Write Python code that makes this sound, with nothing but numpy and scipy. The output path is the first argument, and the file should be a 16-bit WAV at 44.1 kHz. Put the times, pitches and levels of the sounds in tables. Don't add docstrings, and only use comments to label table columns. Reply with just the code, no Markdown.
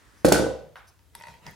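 import sys
import numpy as np
from scipy import signal
from scipy.fft import rfft, irfft
from scipy.io import wavfile
from scipy.ndimage import uniform_filter1d

SR = 44100
rng = np.random.default_rng(int(sys.argv[2]) if len(sys.argv) > 2 else 0)


def how_loud(loudness_db):
    steps = np.asarray(loudness_db, float) / 20
    return 10 ** steps


def master_out(mix):
    frames = np.transpose(np.atleast_2d(mix))
    ceiling = np.clip(frames, -1, 1)
    pcm = np.round(ceiling * 32767).astype(np.int16)
    wavfile.write(sys.argv[1], SR, pcm)


N = 68355

# (frequency [Hz], phase [radians])
FLOOR_PHASE = [(0, 0), (6200, 0.5), (9040, -2.2), (9390, 2.2), (10100, 0.3), (13400, -3), (15100, 12),
               (16400, 8.8)]
# (frequency [Hz], level [dB])
FLOOR_PAN = [(60, 4), (180, 2), (550, -5.5), (1650, -3), (4970, -1.5), (15000, 1.5)]
# (frequency [Hz], phase [radians])
WALL_PHASE = [(0, -1), (5510, 0.53), (7150, -2.7), (9300, -0.4), (12500, 2.15), (14100, 0), (16400, -10.8)]
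# (frequency [Hz], level [dB])
WALL_PAN = [(60, -1.3), (240, -1.94), (950, 0.57), (3770, -0.15), (15000, 0.8)]
# (frequency [Hz], correlation [-1..1])
HUSH_SAME = [(60, 0.13), (180, 0.87), (550, 0.46), (1650, 0.49), (4970, 0.64), (15000, 0.23)]


def evened(x):
    return x / np.sqrt(np.mean(x ** 2) + 1e-20)


def read(points, hz):
    f, value = np.transpose(points)
    return np.interp(np.log(hz + 1), np.log(f + 1), value)


def add(mix, s, sound):
    part = mix[round(s * SR):][:len(sound)]
    part += sound[:len(part)]


def colour(x, shape):
    hz = abs(np.fft.fftfreq(2048, 1 / SR))
    log_gain = np.log(how_loud(np.maximum(read(shape, hz), -80)))
    impulse = np.fft.ifft(np.exp(np.conj(signal.hilbert(log_gain)))).real[:1024]
    return signal.oaconvolve(x, impulse / abs(impulse).max())[:len(x)]


def ring(modes, lift_db, spread):
    t = np.arange(SR // 3) / SR
    hz, db, t60 = np.transpose(modes)[:, :, None]
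    spot, detune = rng.standard_normal((2, len(modes), 1))
    rise = 1 - np.exp(-t * hz / 0.39)
    decay = how_loud(db + lift_db + 1.9 * spot - 60 * t / t60)
    x = (rise * decay * np.sin(2 * np.pi * hz * (1 + spread * detune) * t)).sum(0)
    return x / abs(x).max()


def noise(shape, same, patchy_db, fade=None):
    frames, hz = N // 256 + 9, np.fft.rfftfreq(1024, 1 / SR)
    a, b, c, d, patches = rng.standard_normal((frames, len(hz), 5)).T
    patches = uniform_filter1d(patches, size=10, axis=0)
    patches = evened(uniform_filter1d(patches, size=10, axis=1))
    db = read(shape, hz)[:, None] + patchy_db * patches
    if fade is not None:
        db = db - 60 * np.arange(frames) * 256 / SR / read(fade, hz)[:, None]
    likeness = np.clip(read(same, hz), -1, 1)[:, None]
    left = a + 1j * b
    right = likeness * left + np.sqrt(1 - likeness ** 2) * (c + 1j * d)
    spectrum = np.array([left, right]) * how_loud(db)
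    return evened(signal.istft(spectrum, nperseg=1024, noverlap=768)[1][:, :N])


def placed(x, phase, pan, wet_db, onset_s, scattered=None):
    # (delay [s], left gain [ratio], right gain [ratio])
    reflections = [(.0023, .45, -.3), (.0052, -.2, .3), (.0108, .25, -.1)]
    # (frequency [Hz], t60 [s])
    room_decay = [(60, 0.26), (135, .65), (270, 0.34), (500, 0.56), (1500, 0.47), (3000, 0.51),
                  (6000, 0.43), (11000, 0.33), (16000, 0.17)]
    # (frequency [Hz], correlation [-1..1])
    room_likeness = [(60, .6), (150, 0.44), (500, .5), (1500, 0.65), (4000, 0.57), (8000, 0.3),
                     (14000, -.3)]
    padded = N + 999
    hz = np.fft.rfftfreq(padded, 1 / SR)
    half = np.exp(.5j * read(phase, hz)) * how_loud(read(pan, hz) / 2)
    echoes = 0
    for s, left, right in reflections:
        dulled = np.exp(-2j * np.pi * hz * s - hz / 4000)
        echoes = echoes + np.array([[left], [right]]) * dulled
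    direct = irfft(rfft(x, padded) * (np.array([half, 1 / half]) + echoes), padded)[:, :N]

    tail = noise([(60, 0.0032), (16000, 0.00073)], room_likeness, .8, room_decay)
    tail *= np.clip(np.arange(N) / SR / onset_s - .3, 0, 1)
    tail /= np.sqrt((tail ** 2).sum(1).mean())
    source = x if scattered is None else scattered
    return direct + how_loud(wet_db) * signal.fftconvolve(source[None], tail, axes=1)[:, :N]


def box():
    # (time [s], level [dB], lift of deep modes [dB], pitch factor [ratio])
    landings = [
        (.2470, 1.5, 0, .99),
        (0.2809, -8, -1, 1.01),
        (.3200, -0.5, -1.5, 1.175),
        (0.354, -11, -7.5, .96),
        (.3755, -20, -11, 0.84),
        (0.3962, -9, 2.5, .99),
        (0.4221, -13.5, 9.5, 1.2),
        (0.4652, -14, -13, 1.03),
        (0.5088, -23, -8.5, .97),
        (0.547, -42.5, -3, 0.7),
    ]
    # (frequency [Hz], level [dB], t60 [s])
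    panel_modes = np.array([(140.9, -22, 0.052), (191, -7, .045), (253.5, -9.5, 0.11), (331.3, 4.5, 0.036),
                            (379, -17.5, 0.047), (528.7, 6.5, 0.026), (590, -10.5, 0.031),
                            (625, -13.5, 0.052), (710, -8, 0.022), (994.6, -15.5, 0.036)])
    # (frequency [Hz], level [dB], t60 [s])
    boom_modes = [(68.43, -8, 0.55), (326.4, 1.5, 0.081), (468.4, -3, 0.54), (523.7, -5, 0.56)]
    # (time [s], level [dB])
    handle_knocks = [
        (0.247, -14.5),
        (0.32, -16),
        (0.344, -17),
        (0.36, -18.5),
    ]
    # (frequency [Hz], level [dB], t60 [s])
    handle_modes = [(1455, 2, 0.021), (1508.4, -6, 0.071), (1880, -10.5, 0.035)]
    out, air = np.zeros((2, N))
    blow = np.hanning(round(0.00062 * SR) + 2)
    blow /= blow.sum()
    deep = panel_modes[:, :1] < 350
    t = np.arange(SR) / SR
    boom = sum(how_loud(db - 60 * t / t60) * np.sin(2 * np.pi * hz * t) for hz, db, t60 in boom_modes)
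    boom = boom * np.minimum(t / 0.0089, 1)
    for s, db, deep_db, pitch in landings:
        add(air, s, how_loud(db - 24.5) * boom)
        thud = ring(panel_modes * [pitch, 1, 1], deep * deep_db, 0.028)
        add(out, s, how_loud(db) * signal.oaconvolve(thud, blow))
    for s, db in handle_knocks:
        add(out, s, how_loud(db) * ring(handle_modes, 0, 0.02))
    return placed(out, FLOOR_PHASE, FLOOR_PAN, -4, 0.0052) + air * how_loud(np.array([[-1.5], [1.5]]))


def strippers():
    # (time [s], level [dB], length [s])
    rattles = [
        (0.2468, -23.5, 0.006),
        (0.253, -14, 0.0029),
        (.259, -24.5, 0.009),
        (0.2843, -19, 0.0071),
        (0.3204, -16, 0.0036),
        (0.323, -6.5, 0.0036),
        (0.334, -26, 0.0016),
    ]
    # (frequency [Hz], level [dB])
    steel_tone = [(1000, -29.5), (1800, -5.5), (2400, -8.5), (3500, -6), (6500, -5.5), (11000, -8),
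                  (15500, -15.5), (17000, -29)]
    clicks_per_s = 4500
    out, cracks = np.zeros((2, N))
    t = np.arange(900) / SR
    for s, db, length in rattles:
        size, chance = rng.standard_normal(900), rng.random(900)
        burst = how_loud(db - 6 * (t / length) ** 2) * size * (chance < clicks_per_s / SR)
        add(out, s, burst)
        add(cracks, s, np.array([np.linalg.norm(burst)]))
    return placed(colour(out, steel_tone), FLOOR_PHASE, FLOOR_PAN, -4, .005, colour(cracks, steel_tone))


def cable():
    # (time [s], ring level [dB], tick level [dB], tick centre [Hz])
    slips = [(.992, -58.5, -50.5, 3500), (1.136, -62, -63, 5750), (1.1519, -43.5, -33, 9970),
             (1.151, -40.5, -33, 2520), (1.2, -43.5, -44.5, 11500), (1.210, -36, -54.5, 4060),
             (1.2225, -55, -38, 4900), (1.223, -53, -49, 13000), (1.237, -34, -38.5, 5100),
             (1.2535, -37.5, -56, 9070), (1.270, -34.5, -44, 8000), (1.284, -37.5, -45, 3940),
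             (1.300, -46.5, -51, 3900), (1.34, -45, -52, 12000), (1.451, -51, -68, 4920),
             (1.4655, -36, -45, 13700), (1.466, -60, -29.5, 2500), (1.4755, -38.5, -40.5, 2720),
             (1.5087, -53, -45, 14400), (1.5122, -56, -47, 13600), (1.533, -46, -73, 3950)]
    # (frequency [Hz], level [dB], t60 [s])
    socket_modes = [(626, -9, 0.056), (937, 1.5, 0.068), (1490, -11.5, 0.06), (1969, 4.5, 0.02),
                    (2490, -5, 0.021), (3280, -10.5, 0.021), (4510, -11.5, 0.021)]
    out, t = np.zeros(N), np.arange(300) / SR
    for s, db, tick_db, tick_hz in slips:
        add(out, s, how_loud(db) * ring(socket_modes, 0, .008))
        band = np.maximum([tick_hz - SR / 20, tick_hz + SR / 20], 800)
        tick = rng.standard_normal(300) * how_loud(-60 * t / 0.007)
        tick = signal.sosfilt(signal.butter(2, band, "band", fs=SR, output="sos"), tick)
        add(out, s, how_loud(tick_db) * tick / abs(tick).max())
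    return placed(out, WALL_PHASE, WALL_PAN, -8, 0.0045)


def loose_piece():
    # (time [s], level [dB])
    wall_taps = [
        (0.7573, -33.5),
        (.7945, -45),
    ]
    # (frequency [Hz], level [dB])
    tap_tone = [(350, -27.5), (800, 2.5), (1200, 0), (1500, 5), (2000, -4.5), (3800, -12.5), (6000, -29),
                (15000, -28)]
    # (delay [s], gain [ratio])
    tap_echoes = [(0, -1), (.0012, .8), (.002, -.6), (.0063, -.5), (.0112, -.5)]
    out, once = np.zeros((2, N))
    for s, db in wall_taps:
        add(once, s, how_loud([db]))
        for late_s, gain in tap_echoes:
            add(out, s + late_s, how_loud([db]) * gain)
    return placed(colour(out, tap_tone), WALL_PHASE, WALL_PAN, 3.24, 0.0064, colour(once, tap_tone))


def finger_slide():
    # (start [s], length [s], level [dB])
    strokes = [
        (0.147, 0.11, -65.5),
        (0.754, 0.055, -65),
        (.865, 0.047, -58),
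    ]
    # (frequency [Hz], width [Hz], level [dB])
    skin_modes = [(5200, 1530, 1), (6210, 970, -3.5), (8560, 840, -7.5), (10150, 1900, -3.5),
                  (12000, 1800, -5.5), (14500, 1300, -14.5)]
    t, swell = np.arange(N) / SR, np.zeros(N)
    hiss = np.zeros(N)
    for hz, width, db in skin_modes:
        resonance = signal.iirpeak(hz, hz / width, SR)
        hiss += how_loud(db) * evened(signal.filtfilt(*resonance, rng.standard_normal(N)))
    for s, length, db in strokes:
        travel = t[t < length] / length
        add(swell, s, how_loud(db) * abs(np.sin(np.pi * travel ** 0.86)) ** 1.8)
    return placed(swell * evened(hiss), WALL_PHASE, WALL_PAN, -10, .008)


def cloth_rub():
    # (time [s], level [dB])
    rub_level = [(1.0, -82), (1.12, -73), (1.16, -54.5), (1.22, -54.5), (1.3, -50), (1.42, -60.5),
                 (1.48, -45.5), (1.55, -57.5)]
    # (frequency [Hz], level [dB])
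    cloth_tone = [(18, -28.5), (30, -11.5), (145, -3), (295, -19), (937, -11), (1130, -20), (1910, -16.5),
                  (10500, -33.5), (16000, -41.5)]
    level = np.interp(np.arange(N) / SR, *np.transpose(rub_level))
    return how_loud(level) * noise(cloth_tone, HUSH_SAME, 3.9)


def shuffling():
    # (time [s], level [dB])
    shuffle_level = [(0, -59.5), (.15, -60), (.24, -61.5), (.6, -67.5), (.9, -81)]
    # (frequency [Hz], level [dB])
    sole_tone = [(59, -60), (100, -25), (249, -1.5), (784, -11.5), (1010, -6), (2000, -6.5), (2320, -13.5),
                 (9610, -22), (16000, -40.5)]
    level = np.interp(np.arange(N) / SR, *np.transpose(shuffle_level))
    return how_loud(level) * noise(sole_tone, HUSH_SAME, 0.5)


def room_hush():
    # (frequency [Hz], level [dB])
    hush_tone = [(15, -34), (25, 4.5), (84, -11), (217, -26), (285, -23.5), (754, -32.5), (6210, -39),
                 (9320, -40), (16000, -42.5)]
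    return how_loud(-57) * noise(hush_tone, HUSH_SAME, 1.5)


def scene():
    drop = box() + strippers()
    work = cable() + loose_piece() + finger_slide()
    return drop + work + cloth_rub() + shuffling() + room_hush()


def top_cut(x):
    return signal.sosfilt(signal.butter(12, 16820, fs=SR, output="sos"), x)


def record(dry):
    ceiling = 0.8
    bass_cut = signal.butter(5, 52.3, "high", fs=SR, output="sos")
    x = signal.sosfilt(bass_cut, dry)
    x = ceiling * np.tanh(x / ceiling)
    treble_cut = signal.firwin(255, 16300, window=("kaiser", 9), fs=SR)
    x = signal.oaconvolve(x, treble_cut[None], "same")
    return top_cut(x)


dry = scene()
out = record(dry)
master_out(out)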